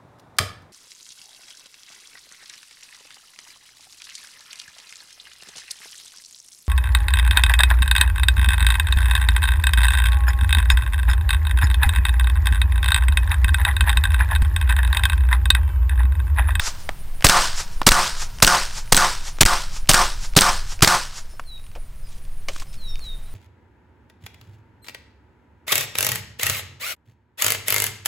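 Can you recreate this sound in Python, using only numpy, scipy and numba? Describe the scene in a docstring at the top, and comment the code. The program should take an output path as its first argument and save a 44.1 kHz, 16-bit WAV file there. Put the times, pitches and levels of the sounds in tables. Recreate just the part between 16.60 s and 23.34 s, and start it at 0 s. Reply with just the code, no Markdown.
"""A suppressed pistol fires eight shots beside a cornfield, close to a mono microphone, then is handled.
Each blast overloads the microphone and the slide cycles. The rows of corn return a pitched, falling
echo and the far edge of the field a late hiss; an earlier shot's echo is still dying at the start.
Wind rumbles on the microphone, bush crickets chirp near and far, and birds whistle across the field."""
import sys
import numpy as np
from scipy import signal
from scipy.fft import rfft, irfft, next_fast_len
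from scipy.io import wavfile
from scipy.ndimage import uniform_filter1d
from numba import njit

SR = 44100
rng = np.random.default_rng(int(sys.argv[2]) if len(sys.argv) > 2 else 0)


def waveform_to_disk(signal):
    """Save audio, clipped to [-1, 1], as 16-bit WAV at the path in sys.argv[1]."""
    frames = np.transpose(np.atleast_2d(signal))
    scaled = np.clip(frames, -1, 1) * 32767
    samples = np.round(scaled).astype(np.int16)
    wavfile.write(sys.argv[1], SR, samples)


N = 297234
TIME = np.arange(N) / SR
AGE = TIME[:SR]  # the second that follows an event
CORN_DELAY_S = .0545  # out to the front row and back to the microphone


def undb(db):
    """Decibels to gain."""
    return 10 ** (np.asarray(db) / 20)

def unit(x):
    """Scale to rms 1."""
    return x / np.sqrt(np.mean(x ** 2))

def colour(x, spectrum):
    """Filter x by a spectrum of (freq_hz, gain_db) points, at rms 1."""
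    hz, db = np.transpose(spectrum)
    size = next_fast_len(len(x))
    f = np.maximum(np.fft.rfftfreq(size, 1 / SR), 1)
    gain = undb(np.interp(np.log(f), np.log(hz), db))
    return unit(irfft(rfft(x, size) * gain, size)[:len(x)])

def noise(spectrum, size=SR):
    """Coloured noise of rms 1."""
    return colour(rng.standard_normal(size), spectrum)

def rattle(modes):
    """Dense contacts ringing resonances of (pitch_hz, width_hz, gain_db), at rms 1."""
    f = np.fft.rfftfreq(SR, 1 / SR)
    response = sum(undb(db) / (1 + 2j * (f - hz) / width) for hz, width, db in modes)
    return unit(irfft(rfft(rng.standard_normal(SR)) * response))

def burst(peak_s, rise_s, decay_s):
    """Envelope that grows to 1 at peak_s and dies away."""
    return np.exp(np.maximum(np.minimum((AGE - peak_s) / rise_s, (peak_s - AGE) / decay_s), -50))

def bump(t, centre, width):
    """A smooth hump of height 1."""
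    return np.exp(-np.minimum(((t - centre) / width) ** 2, 50))

def walk(rate_hz):
    """Smooth random drift, spread near 1."""
    knots = rng.standard_normal(1024)
    return np.interp(TIME * rate_hz, np.arange(len(knots)), knots)

def add(out, start_s, x):
    """Mix x into out from start_s on."""
    i = int(round(start_s * SR))
    a, b = max(i, 0), min(i + len(x), len(out))
    out[a:b] += x[a - i:b - i]

@njit
def resonance(x, hz, width):
    """Band-pass whose centre moves every sample."""
    y, band_state, low_state = np.empty(len(x)), 0., 0.
    for i in range(len(x)):
        g, damping = np.tan(np.pi * hz[i] / SR), width / hz[i]
        band = (band_state + g * (x[i] - low_state)) / (1 + g * (g + damping))
        band_state, low_state = 2 * band - band_state, low_state + 2 * g * band
        y[i] = damping * band
    return y

def air(wind_db=14):
    """Gusts buffet the microphone over the faint hiss of the open field."""
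    # spectra of the wind and the field: freq_hz, gain_db
    rumble = [(2, -39.5), (7, 8.5), (12, 6), (20, -2), (40, -21), (80, -29), (140, -34.5), (300, -56.5),
              (800, -66)]
    field = [(100, 3.5), (300, 3.5), (550, 3.5), (1000, 1.5), (2500, -2.5), (7000, -12), (9500, -3),
             (11500, -18.5), (14000, -1), (16000, -8.5)]
    # their rise and fall: time_s, gain_db
    gusts = [(0, -29.5), (.9, -28), (1.5, -28.5), (2.3, -31), (3.1, -29.5), (3.9, -26), (4.75, -37),
             (5.7, -32.5), (6.4, -29.5), (6.74, -36)]
    hush = [(0, -48.5), (4.3, -55.5), (4.9, -55.5), (5.6, -53.5), (6.74, -51)]
    wind = noise(rumble, N) * undb(wind_db + np.interp(TIME, *np.transpose(gusts)))
    wind = .35 * np.tanh(wind / .35)  # the breeze stays light
    hiss = noise(field, N) * undb(np.interp(TIME, *np.transpose(hush)) + .54 * walk(.62))
    return wind + hiss

def chirp(hz, length_s, stroke_hz=140, sweep=.017, rasp=.0462):
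    """A cricket's train of wing strokes, each a short, rough, falling tone."""
    t = AGE[:int(length_s * SR)]
    stroke = t * stroke_hz % 1
    pitch = hz * (1 + sweep * (.5 - stroke) + rasp * rng.standard_normal(len(t)))
    envelope = np.sin(np.pi * stroke) * signal.windows.tukey(len(t), .4)
    return envelope * np.sin(2 * np.pi * np.cumsum(pitch) / SR)

def crickets(near_db=-44, tiring_db_per_s=-.94, chorus_db=-53, fade_db_per_s=-2.4):
    """One bush cricket near the microphone, two further off, and a fading hiss of distant ones."""
    # bouts of the nearest: start_s, end_s, period_s
    bouts = [(.225, 4.5, .156), (4.69, 5.25, .166), (5.46, 6.72, .154)]
    chorus = noise([(10000, -29.5), (12500, -8), (14200, -2.5), (16000, -8.5)], N)
    out = chorus * undb(chorus_db + fade_db_per_s * TIME)
    for first, last, period_s in bouts:
        for start in np.arange(first, last, period_s):
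            add(out, start, undb(near_db + tiring_db_per_s * start) * chirp(hz=9620, length_s=.053))
    for hz, period_s in [(10350, .185), (9350, .16)]:
        for start in np.cumsum(period_s * (1 + .063 * rng.standard_normal(48))):
            add(out, min(start, TIME[-1]), undb(-54) * chirp(hz, length_s=.055))
    return out

def birds(settle=3.2, waver_db=1.5, wet_db=-13, ring_s=.088):
    """Pure whistles that glide, mostly down, and level off, ringing on a little across the field."""
    # calls: start_s, length_s, first_hz, last_hz, level_db
    whistles = [(4.659, 0.14, 5200, 5270, -54), (4.836, 0.2, 4560, 3780, -39.5),
                (5.406, 0.11, 5500, 4900, -54), (5.52, 0.093, 5270, 4750, -62),
                (6.025, 0.19, 5120, 5200, -56), (6.152, 0.27, 4780, 3664, -38),
                (6.263, 0.09, 5540, 5430, -40.5), (6.33, .06, 5350, 4700, -58),
                (6.376, 0.22, 4880, 3680, -35.5), (6.63, 0.095, 4430, 3900, -57)]
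    out = np.zeros(N)
    for start, length, first_hz, last_hz, db in whistles:
        progress = np.linspace(0, 1, int(length * SR))
        hz = last_hz + (first_hz - last_hz) * (1 - progress) ** settle
        tone = np.sin(2 * np.pi * np.cumsum(hz) / SR)
        add(out, start, undb(db) * np.sin(np.pi * progress) ** 2 * tone)
    tail = rng.standard_normal(SR) * np.exp(-AGE / ring_s)
    reverb = signal.fftconvolve(out, tail / np.linalg.norm(tail))[:N]
    return out * undb(waver_db * walk(40)) + undb(wet_db) * reverb

def far_edge(db=-31.5, delay_s=.3615, beyond_db=-53, beyond_s=.49, sizzle_hz=7000):
    """The far edge of the field returns a late, sizzling hiss; a weaker return comes from beyond."""
    sizzle = undb(-10) * rattle([(sizzle_hz * rng.uniform(.92, 1.08), 450, 0)])
    # spectrum of the distant echo: freq_hz, gain_db
    hiss = [(300, -35.5), (800, -3.5), (2000, -4.5), (4000, -3), (5600, 2.5), (7200, -0.5), (8300, -6),
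            (12000, -12.5), (16000, -33.5)]
    edge = undb(db) * burst(delay_s, .064, .024) * bump(AGE, delay_s, .062)
    beyond = undb(beyond_db) * burst(beyond_s, .025, .04)
    return (noise(hiss) + sizzle) * (edge + beyond)

def sustain(db, swell_db, release_s, tail_db, tail_s, hold_s=.073, attack_s=.003):
    """Envelope of the corn's echo: it swells as more rows answer, then dies into a faint tail."""
    late = np.maximum(AGE - CORN_DELAY_S, 0)
    attack = np.clip(1 + (AGE - CORN_DELAY_S) / attack_s, 0, 1) ** 2
    swell = undb(db + swell_db * np.minimum(late / hold_s - 1, 0))
    release = np.exp(-np.maximum(late - hold_s, 0) / release_s)
    return attack * np.hypot(swell * release, undb(tail_db) * np.exp(-late / tail_s))

def foliage(glint, air_hz=7000, dulling_s=.22, ground_gain=.38, ground_lag_s=.00114):
    """Hissing echo of near and far leaves; they sway, so it is new for each shot."""
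    # spectrum off the leaves: freq_hz, gain_db
    hiss = [(200, -18.5), (700, -7.5), (1500, 1), (2200, -5), (3000, -3.5), (3700, -3), (5200, 0.5),
            (6900, -4.5), (8500, -2.5), (11000, -12.5), (15500, -15.5)]
    leaves = noise(hiss)
    # a second path by way of the ground combs the spectrum; its lag shrinks with distance
    lag = ground_lag_s * rng.uniform(.73, 1.4) * CORN_DELAY_S / np.maximum(AGE, CORN_DELAY_S)
    leaves = unit(leaves + ground_gain * np.interp(AGE - lag, AGE, leaves))
    # air takes the top off the longer paths
    dull = signal.sosfilt(signal.butter(2, air_hz, fs=SR, output="sos"), noise(hiss))
    bright = bump(AGE, 0, dulling_s)
    leaves = np.sqrt(bright) * leaves + np.sqrt(1 - bright) * dull
    front_row = undb(-8) * burst(CORN_DELAY_S, .001, .0035)
    lone_reflector = undb(-27) * burst(.214, .0012, .00093)
    rows = sustain(db=-20, swell_db=4.5, release_s=.066, tail_db=-23, tail_s=.12)
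    return glint * leaves * (front_row + rows + lone_reflector)

def stalk_echoes(edge_m=8.75, row_gap_m=.962, stalk_gap_m=.185, stray_m=.028, row_loss_db=-.5):
    """One reflection per stalk: even rows buzz near 180 Hz, even stalks whistle down toward 900 Hz."""
    row, stalk = np.mgrid[:40, :700]
    chance = rng.standard_normal((3,) + row.shape)
    across = edge_m + row * row_gap_m + stray_m * chance[0]
    along = (stalk - 12 + rng.random((len(row), 1))) * stalk_gap_m + stray_m * chance[1]
    distance = np.hypot(across, along)
    strength = undb(row_loss_db * row) * (1 + .49 * chance[2]) / distance ** 2
    arrival = (.003 + 2 * distance / 345) * SR  # out and back at 345 m/s
    return np.bincount(arrival.astype(int).ravel(), strength.ravel(), SR)[:SR]

def corn(whistle_db=9, first_hz=2300., last_hz=800., fall_s=.028, whistle_s=.085):
    """Echo of the stalks; the front rows whistle downward as the sound grazes along them."""
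    # spectrum off the stalks: freq_hz, gain_db
    spectrum = [(100, -3.5), (180, -8.5), (270, -6), (360, -8), (450, -6.5), (560, 0.5), (800, 3.5),
                (1400, 3.5), (2100, -6.5), (3200, -11), (8000, -48)]
    stalks = colour(stalk_echoes(), spectrum)
    late = np.maximum(AGE - CORN_DELAY_S, 0)
    whistle_hz = last_hz + (first_hz - last_hz) * np.exp(-late / fall_s)
    whistle = resonance(stalks, whistle_hz, width=330.)
    stalks += undb(whistle_db) * bump(late ** 2, 0, whistle_s ** 2) * whistle
    levelled = stalks / np.sqrt(np.abs(uniform_filter1d(stalks ** 2, size=900)) + 1e-12)
    front_row = undb(-15) * burst(CORN_DELAY_S, .001, .0026)
    rows = sustain(db=-14, swell_db=6.5, release_s=.041, tail_db=-34, tail_s=.18)
    far_slap = noise(spectrum) * undb(-35) * burst(.359, .0029, .01)
    return levelled * (front_row + rows) + far_slap

def click(steel_db, frame_db, decay_s, ring_db=-24, ring_s=.019):
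    """A small part strikes home and rings the gun's steel and frame."""
    # resonances: pitch_hz, width_hz, gain_db
    steel = [(1800, 180, -4.5), (2440, 230, 20), (2900, 490, 19), (4700, 1800, 13), (5540, 280, -6),
             (8000, 700, -33), (8980, 900, -50)]
    frame = [(575, 83, -11.5), (1120, 490, 24), (1600, 200, 4)]
    envelope = burst(.00038, .00054, decay_s) + undb(ring_db) * burst(.00053, .0003, ring_s)
    return envelope * (undb(steel_db) * rattle(steel) + undb(frame_db) * rattle(frame))

def handling(grip_hz=540, rough_db=4, fidget_from_s=4.65, fidget_to_s=6.5, ticks_per_s=4):
    """Close by, the magazine scrapes out, small parts click, and hands knock and shift on the gun."""
    # a glove rubs the grip, the magazine slides out and comes free: start_s, length_s, level_db
    scrapes = [(5.477, 0.12, -55), (5.877, 0.17, -44.5), (6.126, 0.034, -48), (6.437, 0.036, -49)]
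    # spectrum of the rubbing: freq_hz, gain_db
    friction = [(300, -11), (900, -10), (3000, -2), (8000, -3), (11000, -15), (16000, -12.5)]
    # trigger reset, catch and magazine: start_s, steel_db, frame_db, decay_s
    clicks = [(0.2911, -31, -13.5, 0.0019), (1.2164, -38, -13, 0.0024), (4.7957, -32, -24.5, 0.0027),
              (5.0406, -45, -60, 0.0014), (5.0655, -45, -64, 0.0024), (5.1517, -42, -45, .009),
              (5.6507, -47, -66, 0.0026), (5.8846, -22, -27, 0.0064), (5.962, -38, -33, 0.0018),
              (6.021, -52, -31, .0034), (6.356, -34, -48, .0014), (6.393, -38.5, -37, 0.0013)]
    # dull knocks on the grip: start_s, level_db
    knocks = [(4.188, -44), (4.636, -55), (4.727, -48), (5.153, -35), (5.887, -34), (6.023, -61)]
    rubbing = np.zeros(N)
    for start, length, db in scrapes:
        add(rubbing, start, undb(db) * signal.windows.tukey(int(length * SR), .3))
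    out = rubbing * noise(friction, N) * undb(rough_db * walk(140))
    for start, steel_db, frame_db, decay_s in clicks:
        add(out, start, click(steel_db, frame_db, decay_s))
    for start, db in knocks:
        add(out, start, undb(db) * burst(.0081, .002, .013) * rattle([(grip_hz, 160, 0)]))
    ticks = int(ticks_per_s * (fidget_to_s - fidget_from_s))
    for start in rng.uniform(fidget_from_s, fidget_to_s, ticks):
        add(out, start, click(steel_db=-49, frame_db=-57, decay_s=.0022))
    return out

def trigger(frame_db=-5, slack_db=-8, slack_s=.016):
    """Each pull takes up the slack with a faint tick, then the sear clicks just before the shot."""
    # sear clicks: start_s, level_db
    pulls = [(.624, -18.5), (1.2314, -26), (1.802, -21.5), (2.276, -34), (2.7863, -26.5), (3.274, -30),
             (3.7522, -24), (4.208, -23.5)]
    out = np.zeros(N)
    for start, db in pulls:
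        add(out, start - slack_s, click(db + slack_db, db + slack_db + frame_db, decay_s=.00076))
        add(out, start, click(db, db + frame_db, decay_s=.00059))
    return out

def shot(blast_db, wave_db, gas_db, stop_db, shut_db, blast_s=.0033, suction_s=.007, gas_s=.01):
    """Striker, blast, gas leaving the suppressor, the slide's rear stop and closing, grass scatter."""
    # spectra of muzzle blast, gas and slide: freq_hz, gain_db
    muzzle = [(100, -28.5), (400, 3.5), (1200, 7), (2500, 3), (6000, 4.5), (9000, 6), (15000, -13.5)]
    vent = [(150, 0.5), (600, -0.5), (1500, 0.5), (2500, -5), (5000, -2), (8500, -3), (11000, -10),
            (16000, -6)]
    slide = [(200, -2.5), (700, -0.5), (2500, 5.5), (4500, 10), (7000, -1.5), (15000, -5.5)]
    # resonances of the closing slide: pitch_hz, width_hz, gain_db
    slide_ring = [(4360, 3400, -24), (6240, 580, -17.5), (8100, 330, -5), (8750, 450, -33),
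                  (14800, 1600, -21.5)]
    striker = noise(slide) * undb(-9.5) * burst(.0012, .00024, .0013)
    blast = noise(muzzle) * undb(blast_db + 15) * burst(blast_s, .00015, .0015)
    gas = noise(vent) * undb(gas_db - 5.5) * burst(gas_s, .002, .0085)
    stop = noise(slide) * undb(stop_db - 1) * burst(.0262, .0008, .0011)
    shut = rattle(slide_ring) * undb(shut_db) * burst(.0467, .0005, .0013)
    grass = noise(vent) * undb(-19.5) * burst(.035, .014, .041)
    # the blast's pressure falls into suction, then rebounds
    pressure = .7 * bump(AGE, blast_s, .001) - 1.8 * bump(AGE, suction_s, .0018)
    pressure += 1.2 * bump(AGE, gas_s, .0012)
    # a strong wave also leaves the suppressor with a hollow thump
    thump = rattle([(310, 130, 0)]) * undb(2 * wave_db - 5) * burst(suction_s, .0012, .0065)
    return striker + blast + gas + stop + shut + grass + thump + undb(wave_db) * pressure

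def pistol(near_echo_s=.11, far_echo_s=.2, puff_half_width_s=.009):
    """Close shots and their echoes, which shift from the far rows to the near as the firing goes on."""
    # shots, each part's level relative; the slide stays open after the last round:
    # start_s, blast_db, wave_db, gas_db, stop_db, shut_db, near_db, far_db
    shots = [(-.286, 0, 0, 0, 0, 0, 0, 7), (.642, 5.5, -5, 2, 6, -2, 1, 6),
             (1.264, 4, -5.5, 3.5, 7.5, -9.5, -1, 4), (1.8215, 11.5, -7.5, 1, 5.5, -2, 1, 1.5),
             (2.3205, 4, -15, 4.5, 1.5, 3.5, 0.5, -0.5), (2.8065, 15, -4.5, 1, 2.5, -4.5, -2, -3),
             (3.2887, 3, -11.5, 2, 3, -1.5, 1.5, -2), (3.7631, 1.5, -2.5, 3.5, 4, 2, 0.5, -2.5),
             (4.2209, 0.5, -4.5, 3, 2, -54, 1, -3)]
    # puffs of air on the microphone, the strongest choking it: time_s, pressure_full_scale
    puffs = [(.658, .6), (1.302, .9), (1.853, .35), (2.338, -1.2), (2.8435, 2.6), (3.316, .35)]
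    out, stalks = np.zeros(N), corn()
    glint = unit(undb(2.2 * walk(600)[:SR]))  # a few broad leaves face the gun and stand out
    for start, *parts_db, near_db, far_db in shots:
        echo_gain = undb(np.interp(AGE, [near_echo_s, far_echo_s], [near_db, far_db]))
        echo = echo_gain * (stalks + foliage(glint) + far_edge())
        add(out, start, shot(*parts_db) + echo)
    return out + sum(pressure * bump(TIME, s, puff_half_width_s) for s, pressure in puffs)

def scene():
    """Gun and field reach one microphone, the same on both channels."""
    mono = pistol() + trigger() + handling() + birds() + crickets() + air()
    return np.array([mono, mono])

def record(dry):
    """The preamplifier saturates and softens the top; the converter clips and cuts the highest treble."""
    rail, soften_hz, coupling_hz, top_hz = .78, 12500, 28, 15750
    saturated = dry / (1 + (dry / rail) ** 8) ** (1 / 8)
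    softened = signal.sosfilt(signal.butter(1, soften_hz, fs=SR, output="sos"), saturated)
    # the coupling capacitor lets held pressure sag
    coupled = signal.sosfilt(signal.butter(1, coupling_hz, "high", fs=SR, output="sos"), softened)
    clipped = np.clip(coupled, -1, 1)
    return signal.sosfilt(signal.ellip(10, .1, 70, top_hz, fs=SR, output="sos"), clipped)


dry = scene()
out = record(dry)
waveform_to_disk(out)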